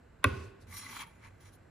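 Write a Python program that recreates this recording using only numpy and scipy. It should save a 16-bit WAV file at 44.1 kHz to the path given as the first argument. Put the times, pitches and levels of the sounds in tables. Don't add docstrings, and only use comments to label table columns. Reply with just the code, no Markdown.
import sys
import numpy as np
from scipy import signal
from scipy.io import wavfile

SR = 44100
rng = np.random.default_rng(int(sys.argv[2]) if len(sys.argv) > 2 else 0)


def invert_db(level):
    return 10 ** (np.asarray(level, dtype=float) / 20)


def put_to_file(sound):
    columns = np.atleast_2d(sound).T
    safe = np.clip(columns, -1, 1)
    whole_steps = np.round(safe * 32767)
    wavfile.write(sys.argv[1], SR, whole_steps.astype(np.int16))


N = 74970
TIME = np.arange(N) / SR
KNOCK_S = .2418

# (frequency [Hz], left minus right [dB])
LEFT_DB = [(60, -1), (130, -2), (290, -1), (640, -7.5), (1410, 0), (3100, 0.5), (6820, 0.5), (15000, -0.5)]


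def rms_one(x):
    return x / np.sqrt(np.mean(x ** 2) + 1e-20)


def at_hz(points, hz):
    table = np.array(points)
    return np.interp(np.log(hz), np.log(table[:, 0]), table[:, 1])


def drift(rate):
    hop, settle = 40, 2000
    r = np.exp(-2 * hop * np.pi * rate / SR)
    white = rng.standard_normal(N // hop + settle + 2)
    slow = signal.lfilter([1], [1, -2 * r, r * r], white)[settle:]
    return np.interp(np.arange(N) / hop, np.arange(len(slow)), rms_one(slow))


def swell(peak, rise, fall, db):
    return invert_db(db) * np.exp(-((TIME - peak) / np.where(TIME < peak, rise, fall)) ** 2)


def low_pass(x, hz):
    return signal.sosfilt(signal.cheby2(14, 60, hz, fs=SR, output="sos"), x)


def ports(mid, side, hz):
    # (frequency [Hz], left-right likeness [-1 to 1])
    likeness = [(60, 0.98), (130, 0.88), (290, 0.86), (640, -0.26), (1410, 0.89), (3100, 0.46),
                (6820, 0.36), (15000, -0.12)]
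    alike = np.clip(at_hz(likeness, hz), -.99, .99)
    lean = at_hz(LEFT_DB, hz) / 2
    pair = np.sqrt(1 + alike) * mid + np.sqrt(1 - alike) * side * [[1], [-1]]
    return pair * invert_db(np.array([[lean], [-lean]]))


def bands(white, spectrum, gain):
    out, power = 0, 0
    edges = 25 * 2 ** np.arange(0, 9.4, .4)
    for k, (low, high) in enumerate(zip(edges, edges[1:])):
        hz = np.sqrt(low * high)
        if spectrum[0][0] <= hz <= 1.1 * spectrum[-1][0]:
            band = signal.butter(2, [low, high], "band", fs=SR, output="sos")
            pair = signal.sosfilt(band, white[k % 2])
            level_db = at_hz(spectrum, hz)
            out = out + invert_db(level_db) * gain(hz) * ports(*pair, hz)
            power += invert_db(2 * level_db) * (high - low) / SR * 2
    return out / np.sqrt(power)


def resonate(pair, hz, width):
    r = np.exp(-np.pi * width / SR)
    stage = [1, 0, -1, 1, -2 * r * np.cos(2 * np.pi * hz / SR), r * r]
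    return ports(*rms_one(signal.sosfilt([stage, stage], pair)), hz)


def air():
    # (frequency [Hz], level [dB per Hz])
    air_colour = [(25, -16.5), (60, -4.5), (175, -14), (450, -18), (950, -24.5), (2400, -33), (3200, -43),
                  (16000, -56.5)]
    # (frequency [Hz], width [Hz], level [dB])
    air_humps = [(100, 70, -75.5), (1505, 510, -77.5), (4060, 410, -91), (7500, 850, -89.5),
                 (11350, 460, -100)]
    white = rng.standard_normal((2, 2, N + SR // 4))
    out = invert_db(-62.5) * bands(white, air_colour, lambda hz: 1)[:, -N:]
    for hz, width, db in air_humps:
        out = out + invert_db(db) * resonate(white[0, :, :N], hz, width)
    return out


def rocking():
    # (middle [s], half length [s], frequency [Hz], level [dB])
    wobbles = [(0.207, 0.022, 87, -51), (0.272, 0.016, 96.5, -21.5), (0.32, 0.022, 82, -32.5),
               (0.341, 0.032, 122, -38.5), (0.383, 0.021, 92.4, -37), (0.421, 0.031, 84.5, -39.5),
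               (0.466, 0.041, 104.3, -43.5), (0.647, 0.042, 105.3, -52), (0.703, 0.062, 92.5, -48.5),
               (.75, 0.022, 98, -47), (0.847, 0.042, 100, -53.5), (0.94, 0.044, 108, -53.5),
               (1.216, 0.043, 103, -51.5), (1.263, 0.078, 94.3, -56), (1.338, .025, 100, -50),
               (1.47, 0.046, 98, -55.5), (1.559, 0.043, 103, -58), (1.602, 0.023, 100, -52.5),
               (0.694, 0.029, 230, -56), (0.856, 0.021, 255, -55.5), (0.927, 0.046, 240, -55.5),
               (.32, 0.04, 402, -51), (.36, 0.034, 373, -49), (.735, 0.035, 185, -58),
               (1.07, 0.024, 177, -59.5), (1.2, 0.026, 185, -61), (1.27, 0.024, 255, -64.5)]
    out = 0
    for middle, half, hz, db in wobbles:
        since = TIME - middle
        phase = 2 * np.pi * hz * since + rng.uniform(-0.62, 0.35)
        wave = invert_db(db) * np.exp(-2 * (since / half) ** 2 + 1j * phase)
        out = out + ports(wave.real, .5 * wave.imag, hz) / np.sqrt(2)
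    return out


def graze():
    # (peak [s], rise [s], fall [s], level [dB])
    touch = (.235, .006, .006, -55)
    # (frequency [Hz], level [dB per Hz])
    touch_colour = [(900, 10), (1500, 5), (2600, 0), (4500, -15)]
    return swell(*touch) * bands(rng.standard_normal((2, 2, N)), touch_colour, lambda hz: 1)


def crack(white, age):
    # (frequency [Hz], level [dB per Hz])
    crack_colour = [(3500, -8), (5500, 1), (7300, -8), (10000, 3.5), (13300, -11), (15000, -5)]
    mid = white[:, 0]
    pair = np.stack([mid, np.roll(mid, 3, axis=1)], axis=1)
    fade = invert_db(-27.5 - 60 * np.minimum(age / .012, 2))
    return (age > 0) * fade * bands(pair, crack_colour, lambda hz: 1)


def board_ring(age):
    board_hz = [588, 744, 1065, 1165, 1447, 1536, 1956, 2185, 2380, 2574, 2810, 3440, 3670, 4110]
    # (level [dB], t60 [s], side share [0 to 1], swell [s])
    board_modes = [(-11.5, 0.06, 0.53, 0.00052), (-25, 0.064, 1, 0.003), (3, 0.033, 0.39, 0.0024),
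                   (-0.5, 0.045, 0.33, 0.003), (-2.5, 0.054, .2, 0.0045), (1.5, 0.033, 0.16, 0.0009),
                   (0.5, 0.024, 0.12, 0.00082), (-5, 0.032, 0.42, 0.00081), (-6.5, 0.036, 0.84, 0.0026),
                   (-3, 0.039, 1, 0.0011), (-14, 0.022, 0.83, 0.0018), (-11, .025, 0.44, .0003),
                   (-8, 0.023, 0.23, 0.00014), (-16.5, 0.028, 0.39, 0.00019)]
    pushes = [1, -1, 1, -1, 1, 1, 1, 1, 1, 1, -1, 1, 1, 1]
    out = np.zeros((2, N))
    for hz, (db, t60, side, rise), push in zip(board_hz, board_modes, pushes):
        delay = 0.00054 if hz < 1700 else 0
        late = np.maximum(age - delay, 0)
        level = push * invert_db(-15.5 + db - 60 * late / t60) * (1 - np.exp(-late / rise))
        ring = level * np.exp(2j * np.pi * hz * late)
        lean = invert_db(at_hz(LEFT_DB, hz) / 2 * np.array([[1], [-1]]))
        out += lean * (ring.imag + side * ring.real * [[1], [-1]])
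    return out


def counter_ring(age):
    # (frequency [Hz], level [dB], t60 [s], delay [s])
    counter_modes = [(187.3, -25, 0.072, 0.00544), (245.8, -41, 0.37, 0.00785),
                     (271, -14.5, 0.042, 0.00557), (393, -42.5, 0.26, 0.041), (410.3, -22, 0.051, 0.002),
                     (517.2, -34.5, 0.21, 0.00216), (2150, -11.5, 0.005, 0.000082)]
    swell_cycles = 2.07
    out = np.zeros((2, N))
    for hz, db, t60, delay in counter_modes:
        late = np.maximum(age - delay, 0)
        level = invert_db(db - 60 * late / t60) * (1 - np.exp(-late * hz / swell_cycles))
        turn = 2 * np.pi * hz * late
        out += ports(level * np.sin(turn), level * np.cos(turn), hz) / np.sqrt(2)
    return out


def room_tail(white, age):
    # (frequency [Hz], level [dB per Hz])
    tail_colour = [(150, -5), (400, -7), (800, -22), (1050, -22), (2400, -18.5), (4000, -27), (11000, -47),
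                   (12500, -57)]
    # (frequency [Hz], t60 [s])
    tail_t60 = [(200, 0.7), (500, 0.86), (1200, 0.8), (6000, 0.59), (14000, 0.69)]
    # (frequency [Hz], width [Hz], level [dB], t60
    # [s])
    lingering = [(386, 36, -47, 0.88), (1070, 98, -45, 0.59), (1474, 73, -46, 0.63), (1910, 150, -64, 0.63),
                 (2597, 116, -53.5, 0.72), (10670, 300, -61, 0.37), (12700, 340, -74.5, 0.35),
                 (15000, 350, -74, 0.54)]
    wash = bands(white[::-1], tail_colour, lambda hz: invert_db(-60 * age / at_hz(tail_t60, hz)))
    tail = invert_db(-41) * wash
    for hz, width, db, t60 in lingering:
        rough_width = max(width, 80 if hz > 900 else 0)
        tail = tail + invert_db(db - 60 * age / t60) * resonate(white[0], hz, rough_width)
    return (1 - np.exp(-age / 0.00074)) * tail


def knock():
    white = rng.standard_normal((2, 2, N))
    age = np.maximum(TIME - KNOCK_S, 0)
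    return crack(white, age) + board_ring(age) + counter_ring(age) + room_tail(white, age)


def fibre_slips():
    catches_per_s, spread_db, judder_db = 5000, 2.5, 1
    sizes = invert_db(spread_db * np.minimum(rng.exponential(1, (2, N)), 5.0))
    sizes = sizes * (rng.random((2, N)) < catches_per_s / SR)
    signs = rng.choice([-1, 1], (2, 2, N))
    return rms_one(sizes[:, None] * signs * invert_db(judder_db * drift(26.5)))


def scrape():
    # (peak [s], rise [s], fall [s], level [dB])
    brushes = [
        (.42, 0.12, 0.062, -59),
        (.62, 0.021, 0.025, -64),
        (0.51, 0.11, 0.092, -82),
        (1.5, 0.21, 0.15, -79),
    ]
    # (time [s], blade speed as hiss [dB], pressure [dB], contact [heel -1 to tip 1])
    scrape_path = [
        (0.669, -70.5, 3.5, -0.65),
        (.71, -60, 1.5, -0.49),
        (0.748, -53, -4, -0.81),
        (.83, -51.5, -1.5, -0.43),
        (.885, -54.5, 2.5, -0.35),
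        (.94, -50, 1.5, 0.071),
        (1.021, -50, 4, 0.31),
        (1.047, -63, 8, 0.47),
        (1.122, -77, 8, 0.45),
    ]
    # (time
    # [s], half length # [s], change of wood level [dB])
    snags = [(0.728, 0.0037, 5), (0.744, 0.008, 3), (0.794, 0.0058, 3), (.844, 0.0027, -3),
             (0.867, 0.0057, 2), (0.877, 0.0025, 0), (0.931, 0.0044, 4.5), (.95, 0.0034, 1),
             (0.969, 0.0032, 8), (0.988, 0.0031, -2.5), (0.999, .006, 0.5), (1.008, 0.0016, 4),
             (1.225, .008, -3.5)]
    # (peak [s], rise [s], fall [s], hiss [dB], pressure [dB])
    strokes = [
        (1.252, 0.038, 0.036, -66, 10.5),
        (1.309, .003, 0.004, -74, 15),
        (1.085, .03, 0.02, -74.5, -15),
        (1.41, .008, .04, -69.5, -1.5),
        (1.469, 0.038, 0.034, -64.5, 1.5),
        (1.54, 0.017, 0.02, -67.5, -21.5),
    ]
    # (frequency [Hz], width [Hz], level [dB], change toward the tip [dB])
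    grain = [(231, 95, -8.5, -5), (909, 120, -4, 6.5), (1115, 183, -3.5, -1.5), (1533, 430, -13, -3.5),
             (2014, 147, -5.5, -12), (2300, 187, -7.5, 1)]
    # (frequency [Hz], width [Hz], level [dB], change toward the tip [dB])
    blade = [(3196, 310, -10, 11), (4020, 280, -11, 0), (5470, 190, -18, 0), (5870, 190, -10.5, -8.5),
             (6880, 260, -8, -3.5), (9000, 350, -19, -13), (10700, 320, -5, -2.5), (10980, 300, -8.5, 6)]
    # (frequency [Hz], width [Hz], level [dB], change toward the tip [dB])
    thin_edge = [(11950, 250, -21, -3), (12650, 300, -17, -2), (13250, 250, -21, 4), (13650, 200, -23, 0),
                 (14800, 400, -14, 3), (15450, 300, -24, 3)]
    # (frequency [Hz], level [dB per Hz])
    friction_colour = [(1000, -4), (1800, 4.5), (2700, -2), (5000, -0.5), (8000, -7), (10500, -7),
                       (12000, -17), (15500, -11.5)]
    edge_hz = 11300
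    sing_share = 0.48

    start, *columns = np.transpose(scrape_path)
    hiss_db, press_db, tip = (np.interp(TIME, start, column) for column in columns)
    first, last = start[0], start[-1]
    hiss = (TIME > first) * invert_db(hiss_db - 27 * np.maximum(TIME - last, 0))
    wood = hiss * invert_db(press_db)
    sing = hiss * invert_db(-sing_share * press_db)
    for peak, rise, fall, db, pressure_db in strokes:
        shape = swell(peak, rise, fall, db)
        hiss = np.hypot(hiss, shape)
        wood = np.hypot(wood, shape * invert_db(pressure_db))
        sing = np.hypot(sing, shape * invert_db(-sing_share * pressure_db))
    brush = sum(swell(*row) for row in brushes) * (TIME > KNOCK_S)
    snag_db = sum(db * np.exp(-((TIME - at) / half) ** 2) for at, half, db in snags)
    wood = wood * invert_db(snag_db)
    tip = tip * (TIME < last) * (TIME > first)
    slips = fibre_slips()

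    def tones(modes):
        total = 0
        for k, (hz, width, db, toward_tip) in enumerate(modes):
            waver_db = 2.4 * drift(19) if hz < edge_hz else 5.5 * drift(6)
            level = invert_db(db + 10 * np.log10(width) + toward_tip * tip + waver_db)
            if hz > 8000:
                level = level * (sing / (hiss + 1e-12))
            total = total + level * resonate(slips[k % 2], hz, width)
        return rms_one(total)

    def rub_level(hz):
        soft = brush * invert_db(-8 * (hz < 3500))
        hard = wood if hz < 2800 else hiss * (hz < edge_hz)
        return invert_db(2.05 * drift(18)) * np.hypot(soft, hard)

    rub = low_pass(bands(slips[::-1], friction_colour, rub_level), 1.3 * edge_hz)
    wood_ring = invert_db(-2) * wood * tones(grain)
    steel_ring = invert_db(-1.5) * hiss * tones([*blade, *thin_edge])
    return wood_ring + steel_ring + invert_db(-5) * rub


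def squeal():
    # (start [s], end [s], fade [s], frequency [Hz], level [dB], flutter [dB])
    heel_squeal = (.735, .845, .012, 5556, -57.5, 2.0)
    start, end, fade, hz, db, flutter_db = heel_squeal
    gate = np.clip(np.minimum(TIME - start, end - TIME) / fade + .5, 0, 1) ** 2
    pitch = hz + 14.1 * drift(26.0)
    level = gate * invert_db(db + flutter_db * drift(33.0))
    wave = level * np.exp(2j * np.pi * np.cumsum(pitch) / SR)
    return ports(wave.real, wave.imag, hz)


def scene():
    return air() + rocking() + graze() + knock() + scrape() + squeal()


def roll_off(x):
    return signal.sosfilt(signal.butter(12, 16430, fs=SR, output="sos"), x)


def record(dry):
    mix = low_pass(dry, 16350)
    return roll_off(mix)


dry = scene()
out = record(dry)
put_to_file(out)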